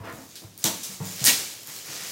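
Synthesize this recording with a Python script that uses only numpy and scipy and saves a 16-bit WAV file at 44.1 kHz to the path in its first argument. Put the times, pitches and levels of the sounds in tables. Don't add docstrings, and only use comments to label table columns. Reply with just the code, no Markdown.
import sys
import numpy as np
from scipy import signal
from scipy.fft import rfft, irfft
from scipy.io import wavfile
from scipy.ndimage import uniform_filter1d

SR = 44100
rng = np.random.default_rng(int(sys.argv[2]) if len(sys.argv) > 2 else 0)


def dump(signal):
    limited = np.clip(np.atleast_2d(signal).T, -1, 1)
    pcm = np.round(limited * 32767).astype(np.int16)
    wavfile.write(sys.argv[1], SR, pcm)


N = 93051
TIME = np.arange(N) / SR

# (time [s], relative level [dB])
HANDLING = [(0, -62), (.05, -60), (.13, -50), (.22, -46), (.26, -52), (.29, -47), (.34, -49), (.565, -54.5),
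            (.59, -44.5), (.638, -40), (.652, -37), (.79, -39.5), (.83, -39), (.93, -37.5), (.98, -47.5),
            (1.02, -42.5), (1.06, -35.5), (1.11, -35), (1.15, -38.5), (1.22, -29), (1.40, -30),
            (1.46, -36.5), (1.64, -45.5), (1.69, -37), (1.77, -36.5), (1.81, -41), (1.85, -39), (1.92, -34),
            (2.11, -34)]
# (start [s], length [s], relative level [dB], tilt [dB/octave])
STROKES = [(0.032, 0.074, -37.5, -2.5), (0.115, 0.088, -44, -5.5), (1.668, 0.028, -43.5, 5.5),
           (1.842, 0.21, -43, 6)]


def from_db(db):
    return 10 ** (np.asarray(db) / 20)


def unit_rms(x):
    return x / np.sqrt(np.mean(x ** 2) + 1e-20)


def decay(age_s, t60_s):
    return np.exp(-np.log(1000) * age_s / t60_s)


def at_hz(points, hz):
    points_hz, values = np.transpose(points)
    return np.interp(np.log(np.maximum(hz, 1)), np.log(points_hz), values)


def colour(x, spectrum, db_per_octave=0, size=4096):
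    hz = np.maximum(np.arange(size // 2 + 1) * SR / size, 10)
    gain = unit_rms(from_db(at_hz(spectrum, hz) + db_per_octave * np.log2(hz)))
    cepstrum = irfft(np.log(gain))
    cepstrum[1:size // 2] *= 2
    cepstrum[size // 2 + 1:] = 0
    return signal.fftconvolve(x, irfft(np.exp(rfft(cepstrum))))[:N]


def high_pass(x, hz):
    return signal.sosfilt(signal.butter(2, hz, "high", fs=SR, output="sos"), x + 1e-18)


def resonance(hz, width_hz):
    r = np.exp(-np.pi * width_hz / SR)
    return (1 - r * r) / 2 * np.array([1, 0, -1]), [1, -2 * r * np.cos(2 * np.pi * hz / SR), r * r]


def ring(x, modes):
    out = 0
    for k, (hz, db, t60_s) in enumerate(modes):
        r, w = decay(1 / SR, t60_s), 2 * np.pi * hz / SR
        mode = signal.lfilter([0, np.sin(w)], [1, -2 * r * np.cos(w), r * r], x + 1e-18)
        out += (-1) ** k * from_db(db) * mode
    return out


def clicks(per_s, spread_db):
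    sizes = from_db(spread_db * np.minimum(rng.exponential(1, N), np.pi)) * rng.choice([-1, 1], N)
    return unit_rms(sizes * (rng.random(N) < per_s / SR))


def burst(start_s, length_s):
    return (TIME > start_s) * np.exp(-((TIME - start_s) / length_s) ** 2)


def stroke(start_s, length_s, attack_s=0.01, release_s=0.015):
    age_s = TIME - start_s
    return np.clip(age_s / attack_s, 0, 1) * np.exp(-np.maximum(age_s - length_s, 0) / release_s)


def air():
    # (frequency [Hz], relative density [dB])
    spectrum = [(40, -26), (105, 0), (300, -5), (700, -13), (2000, -21), (6000, -24), (16000, -30)]
    return from_db(-56) * colour(rng.standard_normal(N), spectrum)


def echoes(x, first_echo_s=0.0049):
    # (frequency [Hz], t60 [s])
    decay_times = [(100, 0.84), (500, 0.38), (2000, 0.72), (5000, 0.7), (10000, 0.68), (16000, 0.6)]
    age_s, hz = TIME[:SR], np.arange(SR // 2 + 1)
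    white, tail = rfft(rng.standard_normal(SR)), 0
    edges_hz = np.append(0, np.geomspace(250, SR / 2, 10))
    for low, high in zip(edges_hz, edges_hz[1:]):
        band = irfft(white * ((hz >= low) & (hz < high)), SR)
        tail += band * decay(age_s, at_hz(decay_times, (low + high) / 2))
    early = rng.standard_normal(SR) * decay(age_s, t60_s=0.24)
    onset = np.clip(age_s / first_echo_s - 1, 0, 1)
    response = from_db(-6) * unit_rms(tail * onset) + from_db(1) * unit_rms(early * onset)
    return signal.fftconvolve(x, response / np.sqrt(SR))[:N]


def wandering_echoes(x, spots=5, dwell_s=0.0017):
    shares = rng.standard_normal((spots, N))
    for _ in range(2):
        shares = uniform_filter1d(shares, int(dwell_s * SR), axis=1)
    shares /= np.sqrt(np.sum(shares ** 2, axis=0))
    return sum(echoes(x * share) for share in shares)


def slides():
    # (frequency [Hz], relative density [dB])
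    spectrum = [(60, -15), (120, -13.5), (300, -2.5), (600, -5), (1000, -2.5), (1700, -1.5), (3000, -10),
                (6000, -15), (16000, -66)]
    out = np.zeros(N)
    for start_s, length_s, db, db_per_octave in STROKES:
        friction = from_db(db) * stroke(start_s, length_s) * rng.standard_normal(N)
        out += colour(friction, spectrum, db_per_octave)
    return out


def knocks(contact_s=0.0028, flex_rise_s=0.0097, flex_t60_s=0.11, detune_db_per_octave=7):
    # (time [s], relative thud level [dB], wall pitch [Hz], relative rattle level [dB])
    pushes = [(.001, -34, 95, -39), (0.131, -39, 116, -46.5), (0.181, -40, 261, -42.5),
              (0.418, -44.5, 340, -44.5), (0.441, -38.5, 100, -81), (0.642, -24, 175.5, -24.5),
              (0.666, -33, 293, -61), (.89, -42, 193, -54), (1.001, -22, 164.5, -35),
              (1.21, -27.5, 124, -40), (1.272, -27, 272.6, -33), (1.68, -45.5, 167, -51.5),
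              (1.878, -43.5, 138, -49.5), (2.003, -44.5, 165, -63)]
    # (frequency [Hz], gain [dB], t60 [s])
    box_modes = [(101.1, -5.5, 0.32), (185.9, -1.5, 0.32), (281, -14, 0.18), (455, 2, 0.36)]
    # (frequency [Hz], relative density [dB])
    card_spectrum = [(60, -17.5), (130, -15.5), (290, 3.5), (400, -10), (650, -7.5), (900, -5.5),
                     (1400, -16), (6000, -34)]
    thuds, rattle = np.zeros((2, N))
    for start_s, thud_db, wall_hz, rattle_db in pushes:
        age_s = np.maximum(TIME - start_s, 0)
        force = np.sin(np.pi * np.minimum(age_s / contact_s, 1)) ** 2
        force /= force.sum() + 1e-9
        modes = [(hz, db - detune_db_per_octave * abs(np.log2(hz / wall_hz)), t60_s)
                 for hz, db, t60_s in box_modes]
        swell = np.minimum(age_s / flex_rise_s, 1) * decay(np.maximum(age_s - flex_rise_s, 0), flex_t60_s)
        flex = swell * np.sin(2 * np.pi * wall_hz * age_s)
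        thuds += from_db(thud_db) * (flex + ring(force, modes))
        rattle += from_db(rattle_db) * (age_s > 0) * decay(age_s, t60_s=0.26)
    return thuds, colour(rattle * rng.standard_normal(N), card_spectrum)


def taut_sheet(pull):
    # (frequency [Hz], relative gain [dB], t60 [s])
    modes = [(1913, -34, .18), (4516, -44, .17), (4865, -43, .19), (6310, -43, .15), (7105, -46, .15),
             (8298, -44, .17)]
    return ring(pull / 2, modes)


def rip(start_hz=11900, end_hz=2530, glide_s=0.019, width_hz=4800, flap_db=23.5, block=64):
    # (time [s], relative level [dB])
    pull = [(1.246, -20), (1.251, -10.5), (1.262, -12.5), (1.281, -13.5), (1.296, -24.5), (1.308, -31),
            (1.333, -31)]
    # (frequency [Hz], relative gain [dB])
    spectrum = [(150, -9), (500, 7), (1000, -2), (1800, 1), (4000, -1.5), (7000, -4.5), (10000, -4.5),
                (16000, -5)]
    slips = clicks(per_s=2600, spread_db=3)
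    times_s, force_db = np.transpose(pull)
    force = from_db(np.interp(TIME, times_s, force_db)) * (TIME > times_s[0]) * (TIME < times_s[-1])
    flap_hz = end_hz + (start_hz - end_hz) * np.exp(-np.maximum(TIME - times_s[0], 0) / glide_s)
    flap, state = np.zeros(N), np.zeros(2)
    for i in range(0, N, block):
        b, a = resonance(flap_hz[i], width_hz)
        flap[i:i + block], state = signal.lfilter(b, a, slips[i:i + block], zi=state)
    return colour(unit_rms(slips + from_db(flap_db) * flap) * force, spectrum)


def ticks(length_s=0.00075, handling_share=0.81):
    # (time [s], relative level [dB])
    accents = [(.063, -40), (.0733, -38), (0.1264, -26.5), (0.5775, -18), (0.8375, -20), (.8441, -17),
               (1.054, -19), (1.1627, -20), (1.633, -22), (1.673, -18), (1.762, -16.5), (1.8628, -26)]
    touch = from_db(-14 + handling_share * np.interp(TIME, *np.transpose(HANDLING)))
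    drag = from_db(-45) * sum(stroke(start_s, hold_s) for start_s, hold_s, _, _ in STROKES)
    faint = clicks(per_s=410, spread_db=9) * np.hypot(touch, drag)
    clear = sum(from_db(db) * burst(start_s, length_s) for start_s, db in accents)
    return high_pass(faint + clear * rng.choice([-1, 1], N), hz=7200)


def snaps(fold_db=8, low_cut_ratio=0.34):
    # (time [s], level [dB], length [s], pitch [Hz])
    folds = [(0.3554, -34.5, 0.0028, 5250), (0.358, -39.5, 0.014, 4260), (0.6409, -12, 0.0041, 6280),
             (0.653, -23.5, 0.015, 3330), (0.831, -33, 0.03, 5700), (1.2412, -13, 0.0023, 6160),
             (1.251, -7.5, 0.00094, 12400), (1.2655, -13, 0.0013, 8550), (1.2716, -1.5, 0.0006, 8060),
             (1.2794, -10.5, 0.0023, 6500)]
    out = np.zeros(N)
    for start_s, db, length_s, hz in folds:
        envelope = burst(start_s, length_s)
        crack = envelope * rng.choice([-1, 1], N) + 1e-18
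        fold = signal.lfilter(*resonance(hz, width_hz=2500), crack)
        snap = high_pass(crack + from_db(fold_db) * fold, low_cut_ratio * hz)
        out += from_db(db) * unit_rms(snap) * np.sqrt(np.mean(envelope ** 2))
    return out


def facets(x, count=110, low_hz=2840, high_hz=9750, half_span_s=0.019):
    out = x.copy()
    for when, pitch in rng.random((count, 2)):
        hz = low_hz * (high_hz / low_hz) ** pitch
        life = np.maximum(1 - ((TIME - when * TIME[-1]) / half_span_s) ** 2, 0)
        out += from_db(0.5) * signal.lfilter(*resonance(hz, width_hz=200), x * life + 1e-18)
    return out * np.std(x) / np.std(out)


def crinkle(crease_s=0.00094, friction_db=-4.5):
    # (frequency [Hz], relative gain [dB])
    spectrum = [(150, -9.5), (400, 0), (1000, -7), (2200, -3), (3600, -2), (5000, 1), (7000, 1.5),
                (9000, -5), (12000, -5.5), (16000, -9.5)]
    flips = clicks(per_s=820, spread_db=1.5)
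    power = signal.lfilter([1], [1, -np.exp(-2 / (crease_s * SR))], flips ** 2 + 1e-18)
    cracks = unit_rms(np.sqrt(power) * rng.standard_normal(N))
    texture = unit_rms(cracks + from_db(friction_db) * rng.standard_normal(N))
    effort = from_db(np.interp(TIME, *np.transpose(HANDLING)))
    return colour(facets(texture) * effort, spectrum)


def scene():
    thuds, rattle = knocks()
    pull = rip()
    paper = from_db(-5.5) * (crinkle() + ticks() + pull) + snaps()
    rustle = from_db(-4) * (slides() + rattle)
    reverb = wandering_echoes(paper) + echoes(rustle + from_db(-6.5) * thuds)
    return (paper + taut_sheet(pull) + rustle + thuds + reverb + air())[None]


def record(dry, low_cut_hz=71, high_cut_hz=15850):
    thin = high_pass(dry, low_cut_hz)
    rounded = 1.155 * np.tanh(thin / 1.247)
    return signal.sosfilt(signal.ellip(12, .2, 80, high_cut_hz, fs=SR, output="sos"), rounded)


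dry = scene()
out = record(dry)
dump(out)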